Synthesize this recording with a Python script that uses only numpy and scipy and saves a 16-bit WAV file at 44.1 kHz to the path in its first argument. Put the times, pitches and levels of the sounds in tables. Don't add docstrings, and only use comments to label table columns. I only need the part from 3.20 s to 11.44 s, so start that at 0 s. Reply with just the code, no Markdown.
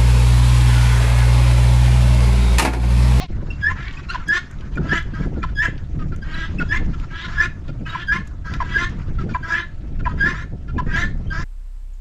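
import sys
import numpy as np
from scipy import signal
from scipy.fft import rfft, irfft, next_fast_len
from scipy.io import wavfile
from scipy.ndimage import uniform_filter1d

SR = 44100
rng = np.random.default_rng(int(sys.argv[2]) if len(sys.argv) > 2 else 0)


def transcribe(u):
    v = np.clip(np.atleast_2d(u).T, -1, 1)
    q = np.round(v * 32767).astype(np.int16)
    wavfile.write(sys.argv[1], SR, q)


N = 363384

# start t/s, rise t/s, whole length t/s, level/dB, first f/Hz (after the sharp start), last f/Hz,
# overtones at the start level/dB
WHISTLES = [(.41, 0.029, 0.088, -17.5, 1640, 1835, -2.5), (0.886, 0.017, 0.043, -28.5, 1333, 1690, 16),
            (1.068, 0.037, 0.077, -14, 1620, 1835, -0.5), (1.682, 0.04, 0.04, -17.5, 1583, 1850, 2.5),
            (2.347, 0.054, 0.1, -20, 1620, 1900, 3.5), (3.013, 0.02, .032, -33.5, 1603, 1580, 6),
            (3.48, .045, .065, -19.5, 1640, 1863, 2), (4.158, 0.032, 0.072, -18, 1644, 1822, -3.5),
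            (4.869, 0.031, 0.074, -17, 1598, 1755, -3), (5.529, 0.03, 0.053, -17, 1598, 1676, -2),
            (6.221, 0.012, .035, -34, 1567, 1530, 3), (6.284, 0.04, 0.085, -21.5, 1640, 1764, -2),
            (6.985, 0.033, .1, -17, 1600, 1810, -4), (7.722, 0.017, 0.073, -25.5, 1600, 1830, 2),
            (1.929, 0.018, 0.031, -38.5, 1592, 1600, 6), (8.101, 0.0073, .04, -33, 1573, 1580, 3)]
# multiple of the pitch, relative level/dB
WHISTLE_OVERTONES = [(2, -17.5), (3, -19), (4, -34), (5, -40), (6, -31)]
SHARP_START = 0.04
PITCH_BEND = 2.09
WHISTLE_END_S = 0.012

# start t/s, rise t/s, hold t/s, fall t/s, effort level/dB, windpipe at the end level/dB,
# beak level/dB, pulse rate at mid-call f/Hz, beak ring at mid-call f/Hz, mouth ring at mid-call f/Hz,
# upward glide as the beak opens (share), mouth at the end level/dB, treble tilt (dB per octave)
SQUAWKS = [(.47, 0.034, 0.017, 0.021, -45.5, 17.5, 15.3, 342, 1820, 3105, 0.086, 5.5, 5),
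           (.72, 0.017, 0.063, .04, -51.5, 5, 3.6, 374, 1600, 2700, 0.017, 3, -6),
           (0.551, .02, 0.13, 0.0406, -57, -16, 19.5, 358.5, 1780, 3237, 0.23, 6, -17),
           (0.878, 0.034, 0.034, 0.1, -40.5, 2, 4.5, 365, 1450, 2880, 0.035, 5, -2),
           (1.111, 0.037, 0.032, 0.054, -33.5, -4, 10.8, 358.2, 1730, 3580, 0.042, 3.5, 2),
           (1.602, 0.12, 0.012, 0.018, -44, -5, 11.4, 336, 1500, 3070, 0.091, 4, 2),
           (1.708, 0.027, 0.045, 0.065, -35, -14, 14.2, 333.7, 1686, 3300, 0.081, 6.5, 4),
           (1.929, 0.019, .1, 0.052, -53, -19, 14.7, 330.2, 1510, 5050, 0.097, -22, 3),
           (2.412, 0.017, 0.028, 0.074, -37.5, 2, 17.3, 338.4, 1820, 3200, 0.093, 6, 7.5),
           (3.03, 0.14, 0.088, 0.056, -41, -27, 8.8, 325.4, 1610, 3400, 0.11, 3, -6),
           (3.509, 0.021, 0.045, 0.039, -39, 5.5, 17.4, 344, 1804, 3220, 0.13, 7, 5),
           (3.9, 0.072, 0.094, .02, -40.5, -6, 7, 335, 1690, 3350, 0.098, 9.5, -8),
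           (4.072, 0.016, 0.14, 0.013, -49, -4, 13.2, 350, 1600, 3260, 0.093, -10, -2),
           (4.189, 0.024, 0.046, 0.032, -36, 0.5, 14.5, 349, 1700, 2550, 0.032, 0, 2),
           (4.65, 0.021, 0.16, 0.047, -43, -15, 10, 336, 1627, 3240, 0.12, 5.5, -8),
           (4.915, 0.006, 0.046, 0.08, -38.5, 10.5, 14, 350.2, 1760, 3040, 0.045, 4, -1),
           (5.238, 0.025, 0.093, 0.067, -51, -1, 15.7, 332.6, 1560, 5160, 0.074, -3, 6),
           (5.43, 0.098, 0.052, 0.016, -43, -2, 10.3, 329.3, 1640, 3200, 0.069, 8, 2),
           (5.568, 0.017, 0.061, 0.069, -35.5, 4, 13.5, 355, 1750, 3770, 0.03, 3, 1.5),
           (6.228, 0.096, 0.018, 0.01, -42.5, 0, 18.5, 332.4, 1580, 5230, 0.044, -6, 5.5),
           (6.332, 0.0099, 0.06, 0.078, -36.5, 2.5, 14.4, 338.4, 1760, 3600, 0.049, 5, -7),
           (6.883, 0.0077, 0.025, 0.047, -51.5, 12.5, 14, 321.6, 1480, 3500, 0.028, -12.5, -1),
           (6.968, 0.016, 0.11, 0.027, -54.5, -12.5, 17.4, 345.6, 1650, 3550, 0.038, 4, -3),
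           (7.047, 0.018, 0.046, 0.075, -39.5, 9.5, 13.6, 352.4, 1730, 2880, .03, 1, -0.5),
           (7.132, 0.013, 0.082, 0.061, -49.5, 3, 16, 341.4, 1720, 4540, 0.15, -17, 2.5),
           (7.659, 0.095, 0.028, 0.015, -43, -19, 16, 320.3, 1660, 2670, 0.078, 5, 0),
           (7.751, 0.0092, 0.065, 0.11, -36.5, -21, 15, 352, 1710, 3830, 0.086, 2, 5.5),
           (8.106, 0.029, .09, 0.0535, -45, -8, 15, 335.2, 1610, 5400, 0.113, 1, 3.5)]
RISE_DB, FALL_DB = -13, -34
PIPE_SWELL_DB, MOUTH_SWELL_DB = 7.5, 5.5
THROAT_SWEEP = 0.16
MOUTH_FOLLOWS = 0.6
CHEST_DB = 10.5
COARSE_DB, BREATH = 2, 0.88
TREBLE_DB = 1.5

# time t/s, level/dB (before a 2 dB cut), settled windpipe note f/Hz, treble level/dB,
# length t/s (kept within 0.01-0.08)
CLUCKS = [(0.945, -23, 993, -17, 0.024), (0.996, -37.5, 1347, -17, 0.037), (1.573, -25, 1406, -22, 0.017),
          (2.158, -46.5, 1360, -28, 0.088), (2.2306, -22, 1330, -14, 0.015),
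          (2.2384, -25.5, 1018, -18, 0.018), (2.288, -42.5, 1420, -9, 0.02), (2.789, -37, 1237, -15, 0.05),
          (2.92, -39, 1360, -13, 0.038), (3.3978, -22.5, 1426, -18.5, 0.037),
          (3.732, -38.5, 1337, -9.5, 0.025), (3.824, -39.5, 1350, -17, 0.03), (4.045, -30, 1388, -10, 0.03),
          (4.477, -42, 1411, -7, 0.035), (4.748, -21, 988, -24.5, 0.019), (5.4025, -20, 1006, -22.5, 0.033),
          (5.985, -33, 1293, -15, 0.05), (6.091, -39.5, 1410, -7, 0.042), (6.146, -18.5, 985, -29, 0.029),
          (6.7923, -38.5, 1417, -11, 0.025), (6.854, -18, 987, -27, 0.032),
          (7.479, -38.5, 1383, -15, 0.037), (7.58, -20, 996, -22, 0.033)]
# time t/s, level/dB, nominal pitch f/Hz, length t/s
PIPS = [(0.304, -28, 2744, 0.019), (0.771, -34, 2540, 0.016), (1.554, -39, 2430, 0.026),
        (2.222, -37, 2430, 0.022), (3.143, -32, 4000, 0.013), (3.386, -25.5, 2650, 0.019),
        (4.652, -39.5, 2600, 0.027), (4.662, -38, 3010, 0.015), (4.694, -34, 3830, 0.021),
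        (5.396, -42, 2400, 0.01), (6.139, -31.5, 2380, 0.018), (6.844, -37.5, 2430, 0.022),
        (7.569, -44, 2480, 0.01), (8.067, -50, 3170, 0.021)]
# f/Hz, width f/Hz, level/dB
UPPER_THROAT = [(2525, 110, 3), (3030, 2950, -1), (4006, 250, -2), (4800, 540, -8.5), (6160, 430, -6),
                (7300, 1300, -12.5), (10900, 1700, -25), (12600, 8400, -30)]

# t/s, level/dB, pitch f/Hz
BLEAT = [(0.0, -32.5, 337), (0.032, -31.5, 381.6), (0.075, -49.5, 328)]
# f/Hz, gain level/dB
GOAT_COLOUR = [(290, -55), (500, -19), (752, -4.5), (939, -6), (1090, -10.5), (1640, -22), (1830, -16),
               (3810, -13.5), (5670, -24), (8140, -39), (10600, -73), (17900, -120)]

# t/s, peak of the bright part level/dB, duller part compared with it level/dB
CLICKS = [(0.7277, -42, -4), (1.0834, -22.5, -18), (1.3117, -34.5, -6), (1.4094, -52, 17),
          (1.5564, -38, -3), (1.79, -35, -17), (1.827, -40, -7), (2.056, -42, -9), (2.9617, -34.5, -7),
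          (3.7993, -44.5, 12.5), (4.4817, -51, 13), (4.703, -43, -9), (5.0734, -34, -12),
          (5.3382, -39.5, 17), (5.696, -41, -12), (5.7892, -44, -6), (7.9765, -49, -9)]
# t/s, peak level/dB
TICKS = [(0.5846, -42), (0.607, -34), (0.6299, -33), (0.6541, -31), (0.6818, -27), (0.7097, -30),
         (0.737, -34), (1.3862, -45), (2.5561, -42), (2.579, -38)]

# t/s, rumble level/dB
GUSTS = [(0.0, -32), (0.09, -28.5), (0.16, -22), (1.17, -34), (1.7, -22.5), (1.72, -26), (2.34, -24),
         (2.68, -29), (2.73, -24), (2.96, -23), (3.01, -28.5), (3.69, -21), (4.01, -32.5), (4.2, -25.5),
         (4.38, -32), (4.5, -27.5), (5.07, -30.5), (5.99, -22), (6.52, -33.5), (6.84, -21.5), (7.44, -30),
         (7.55, -21.5), (8.22, -26), (8.24, -25)]
# start t/s, length t/s, level/dB
BUFFETS = [(0.17, 0.17, -36.5), (1.084, 0.035, -30), (1.545, 0.21, -29), (1.905, 0.41, -30.5),
           (2.483, 0.029, -35.5), (2.741, 0.15, -26.5), (2.924, 0.051, -40), (3.311, 0.024, -30),
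           (3.336, 0.16, -30), (3.527, 0.15, -43), (4.485, 0.052, -35.5), (4.591, 0.092, -33.5),
           (4.888, 0.14, -28), (5.62, 0.043, -38), (5.695, 0.094, -29.5), (5.877, 0.024, -32),
           (5.991, 0.16, -24.5), (6.795, 0.024, -30), (6.9, 0.07, -35), (6.97, 0.2, -29.5),
           (7.333, 0.033, -32), (7.544, 0.06, -28.5), (7.739, 0.23, -29.5)]
# f/Hz, relative level/dB
RUMBLE = [(8, -6.5), (20, 5), (45, 0.5), (90, -3), (140, -9), (250, -48.5), (600, -120)]
FLUTTER = [(70, -43.5), (140, 1.5), (220, -5.5), (350, -16.5), (600, -36), (1500, -120)]
SLAP = [(150, -23.5), (300, 1), (550, -9), (900, -19), (1500, -43), (3000, -120)]
FLUTTER_DB, GUSTY_DB = -11, -0.5

# t/s, level/dB (before a 1 dB lift)
WASH_LEVEL = [(0.0, -58), (0.3, -49), (0.6, -45), (1.24, -51.5), (2.91, -55.5), (3.26, -48.5),
              (3.92, -49.5), (4.13, -42.5), (4.31, -57), (4.68, -58), (4.84, -52), (5.05, -56.5),
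              (5.3, -63), (5.42, -47.5), (6.89, -60), (7.04, -43), (7.25, -62.5), (8.24, -57)]
# f/Hz, relative level/dB
WASH_COLOUR = [(500, -26.5), (900, 7), (1500, 9), (2200, 2.5), (4500, -7), (7500, -11.5), (8600, -31.5),
               (11000, -34), (14000, -52)]
MOTOR_HZ = 60.15
# multiple of the base frequency, level/dB
MOTOR_TONES = [(9, -63.5), (10, -63), (11, -63.5), (12, -62), (15, -68), (22, -63.5)]

# f/Hz, gain level/dB
MIC_RESPONSE = [(100, 1), (7000, 0.5), (8600, -12.5), (13000, -7.5), (15000, -34)]
# f/Hz, relative level/dB
HISS_COLOUR = [(1000, -23), (2000, -10), (7500, -15), (9000, -21), (13000, -31), (15000, -48.5)]
HISS_DB, EDGE_HZ = -69.5, 15300
DIP_S, DIP_WIDTH_S, DIP_DB = 0.075, 0.01, -17


def whistle(start, rise, length, db, first_hz, last_hz, overtones_db):
    u, before, after = stages(rise, length - rise - WHISTLE_END_S, WHISTLE_END_S)
    hz = first_hz * (1 + SHARP_START * before ** 2) + (last_hz - first_hz) * u ** PITCH_BEND
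    turns = np.cumsum(hz * (1 + 0.008 * wander(len(hz), size=150))) / SR
    tone = (1 - before) * np.sin(2 * np.pi * turns)
    fade_db = overtones_db - 20 * u
    for multiple, overtone_db in WHISTLE_OVERTONES:
        blurred_db = overtone_db + fade_db + 2.95 * wander(len(hz), size=60)
        tone += amp(blurred_db) * np.sin(2 * np.pi * multiple * turns)
    level = np.sqrt(2) * amp(db + 2.86 * wander(len(hz), size=200))
    return start, level * tone * (1 - before) ** 0.9 * (1 - after)


def squawk(start, rise, hold, fall, effort_db, pipe_db, beak_db, rate_hz, beak_hz, mouth_hz,
           glide, mouth_db, tilt_db):
    u, before, after = stages(rise, hold, fall)
    from_middle = u - 0.5
    hz = rate_hz * (1 + glide * from_middle)
    beak_hz = beak_hz * (1 + glide * from_middle)
    mouth_hz = mouth_hz * (1 + (THROAT_SWEEP + MOUTH_FOLLOWS * glide) * from_middle)

    rough = np.clip(0.31 - 0.01 * (effort_db + 32), 0.28, 0.44)
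    drive = pulses(hz, rough=rough, jitter=0.018, patchy_db=4.5)
    pipe = amp(pipe_db + PIPE_SWELL_DB * (u - 1)) * evened(resonate(drive, 3 * hz, 290))
    pipe += amp(CHEST_DB) * resonate(drive, hz, 150)
    beak = amp(beak_db) * evened(resonate(drive, beak_hz, 602))

    breathy = drive + BREATH * rng.standard_normal(len(hz))
    breathy = breathy * amp(COARSE_DB * wander(len(hz), size=40))
    opening = beak_hz / 1700 * (1 + THROAT_SWEEP * from_middle)
    upper = throat(breathy, opening, tilt_db)
    mouth = evened(resonate(breathy, mouth_hz, 1100))
    upper = upper + amp(mouth_db + MOUTH_SWELL_DB * (u - 1)) * mouth

    voice = pipe - beak + amp(TREBLE_DB) * evened(upper)
    level = amp(effort_db + RISE_DB * before + FALL_DB * after)
    return start, level * voice * signal.windows.tukey(len(hz), 0.15)


def cluck(s, db, hz, treble_db, length):
    u = np.linspace(0, 1, round(np.clip(length, 0.01, 0.08) * SR))
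    note = hz * (1 + 0.12 * np.exp(-u / 0.18))
    drive = pulses(note / np.round(hz / 335), rough=0.33, jitter=0.018, patchy_db=4.0)
    windpipe = evened(resonate(drive, note, 170))
    beak = evened(resonate(drive, 1550 + 900 * np.exp(-u / 0.11), 300))
    treble = throat(drive, 0.928, 0.2 * (db + 10.5))
    shape = np.minimum(u / 0.14, 1) * np.minimum((1 - u) / 0.19, 1)
    return s - 0.002, amp(db - 2) * (windpipe + 0.34 * beak + amp(treble_db) * treble) * shape


def pip(s, db, hz, length):
    u = np.linspace(0, 1, round(np.clip(length, 0.006, 0.05) * SR))
    angle = 2 * np.pi * np.cumsum(hz * (0.98 + 0.022 * u)) / SR
    tone = np.sin(angle) + 0.08 * np.sin(2 * angle) + 0.049 * np.sin(3 * angle)
    return s - 0.003, amp(db) * tone * signal.windows.tukey(len(u), 0.7)


def pulses(hz, rough, jitter, patchy_db):
    turns = np.cumsum(hz * (1 + jitter * wander(len(hz), size=200))) / SR
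    clean = np.zeros(len(hz))
    for k in range(1, 30):
        swell = amp(patchy_db * wander(len(hz), size=500))
        clean += swell * np.cos(2 * np.pi * (k * turns + 0.55 * rng.random()))
    puffs = (0.43 + np.exp(-(turns % 1) / 0.9)) * rng.standard_normal(len(hz))
    return (1 - rough) * evened(clean) + rough * evened(puffs)


def throat(drive, opening, tilt_db):
    total = np.zeros(len(drive))
    for k, (hz, width, db) in enumerate(UPPER_THROAT):
        gain = (-1) ** k * amp(db + tilt_db * np.log2(hz / 2500))
        total += gain * resonate(drive, hz * opening, width)
    return evened(total)


def stages(rise, hold, fall):
    rise, hold, fall = np.maximum([rise, hold, fall], 0.005)
    t = np.arange(0, rise + hold + fall, 1 / SR)
    before = np.clip(1 - t / rise, 0, 1)
    after = np.clip((t - rise - hold) / fall, 0, 1)
    return t / t[-1], before, after


def bleat():
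    s, (db, hz) = columns(BLEAT)
    voice = pulses(hz, rough=0.3, jitter=0.01, patchy_db=3.0)
    return s, amp(db) * evened(colour(voice, GOAT_COLOUR))


def click(s, db, dull_db):
    t = np.arange(900) / SR
    crack = rng.standard_normal(len(t)) * np.exp(-t / 0.003)
    bright, dull = resonate(crack, 7500, 5200), resonate(crack, 2600, 3000)
    return s, amp(db) * (bright / abs(bright).max() + amp(dull_db) * dull / abs(dull).max())


def tick(s, db):
    t = np.arange(500) / SR
    tap = resonate(rng.standard_normal(len(t)) * np.exp(-t / 0.0026), 3260, 1300)
    return s, amp(db) * tap / abs(tap).max()


def yard(x):
    at = np.arange(300, SR // 2, 22)
    taps = np.zeros(SR // 2 + 22)
    signs = rng.choice([-1., 1.], len(at))
    taps[at + rng.integers(0, 22, len(at))] = signs * amp(-60 * at / SR / 0.28)
    taps = colour(taps, [(300, -21.5), (1500, -2.0), (4000, 1.0), (9000, -8)])
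    return signal.fftconvolve(x, taps / np.linalg.norm(taps))[:N]


def wind():
    gust_db = np.resize(columns(GUSTS)[1][0], N)
    gust = amp(gust_db + GUSTY_DB * wander(N, size=5000))
    eddies = amp(FLUTTER_DB) * gust
    for s, length, db in BUFFETS:
        add(eddies, s - 0.02, amp(db) * np.hanning(round((abs(length) + 0.023) * SR)))
    rumble = evened(colour(rng.standard_normal(N), RUMBLE))
    lumps_db = wander(N, size=600)
    flutter = evened(colour(rng.standard_normal(N) * amp(3.32 * lumps_db), FLUTTER))
    slap = evened(colour(rng.standard_normal(N) * amp(5.87 * lumps_db), SLAP))
    return gust * rumble + eddies * (flutter + amp(-10.5) * slap)


def background():
    z = signal.stft(rng.standard_normal(N + 512), nperseg=512, noverlap=384)[2]
    patches = uniform_filter1d(rng.standard_normal(z.shape), size=12, axis=0)
    patches = evened(uniform_filter1d(patches, size=10, axis=1))
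    patchy_db = 3.2 * patches + 1.8 * wander(z.shape[1], size=5)
    wash = signal.istft(z * amp(patchy_db), nperseg=512, noverlap=384)[1][:N]
    t = np.arange(N) / SR
    hum = np.zeros(N)
    for multiple, db in MOTOR_TONES:
        level = amp(db + 0.62 * wander(N, size=20000))
        hum += level * np.sin(2 * np.pi * (multiple * MOTOR_HZ * t + rng.random()))
    wash_level = amp(np.resize(columns(WASH_LEVEL)[1][0], N) + 1.0)
    return wash_level * evened(colour(wash, WASH_COLOUR)) + hum


def amp(db):
    return 10 ** (np.asarray(db) / 20)


def evened(x):
    return x / np.sqrt(np.mean(x ** 2) + 1e-20)


def add(mix, s, sound):
    part = mix[max(round(s * SR), 0):][:len(sound)]
    part += sound[:len(part)]


def columns(rows):
    s, *rest = np.transpose(rows)
    t = np.arange(s[0], s[-1], 1 / SR)
    return s[0], [np.interp(t, s, c) for c in rest]


def colour(x, points):
    hz, db = np.transpose(points)
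    size = next_fast_len(len(x))
    log_hz = np.log(np.fft.rfftfreq(size, 1 / SR) + 1)
    gain = amp(np.interp(log_hz, np.log(hz), db))
    return irfft(rfft(x, size) * gain, size)[:len(x)]


def resonate(x, hz, width):
    turn = np.exp(2j * np.pi * np.cumsum(hz * np.ones(len(x))) / SR)
    r = np.exp(-np.pi * width / SR)
    smooth = signal.lfilter([(1 - r) ** 2], [1, -2 * r, r * r], x / turn + 1e-18)
    return 2 * (turn * smooth).real


def wander(length, size):
    noise = rng.standard_normal(length + size)
    return evened(uniform_filter1d(uniform_filter1d(noise, size), size)[:length])


def scene():
    near = np.zeros(N)
    add(near, *bleat())
    sources = ((whistle, WHISTLES), (squawk, SQUAWKS), (cluck, CLUCKS),
               (pip, PIPS), (click, CLICKS), (tick, TICKS))
    for source, table in sources:
        for row in table:
            add(near, *source(*row))
    dip = amp(DIP_DB * np.exp(-((np.arange(N) / SR - DIP_S) / DIP_WIDTH_S) ** 2))
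    return (dip * (near + amp(-16.5) * yard(near) + wind() + background()))[None]


def record(dry):
    hiss = amp(HISS_DB) * evened(colour(rng.standard_normal(N), HISS_COLOUR))
    heard = colour(dry[0], MIC_RESPONSE) + hiss
    ceiling = 0.7
    limited = ceiling * np.tanh(heard / ceiling)[None]
    band_limit = signal.firwin(511, EDGE_HZ, window=("kaiser", 9), fs=SR)[None]
    return signal.oaconvolve(limited, band_limit, "same")


dry = scene()
out = record(dry)
transcribe(out)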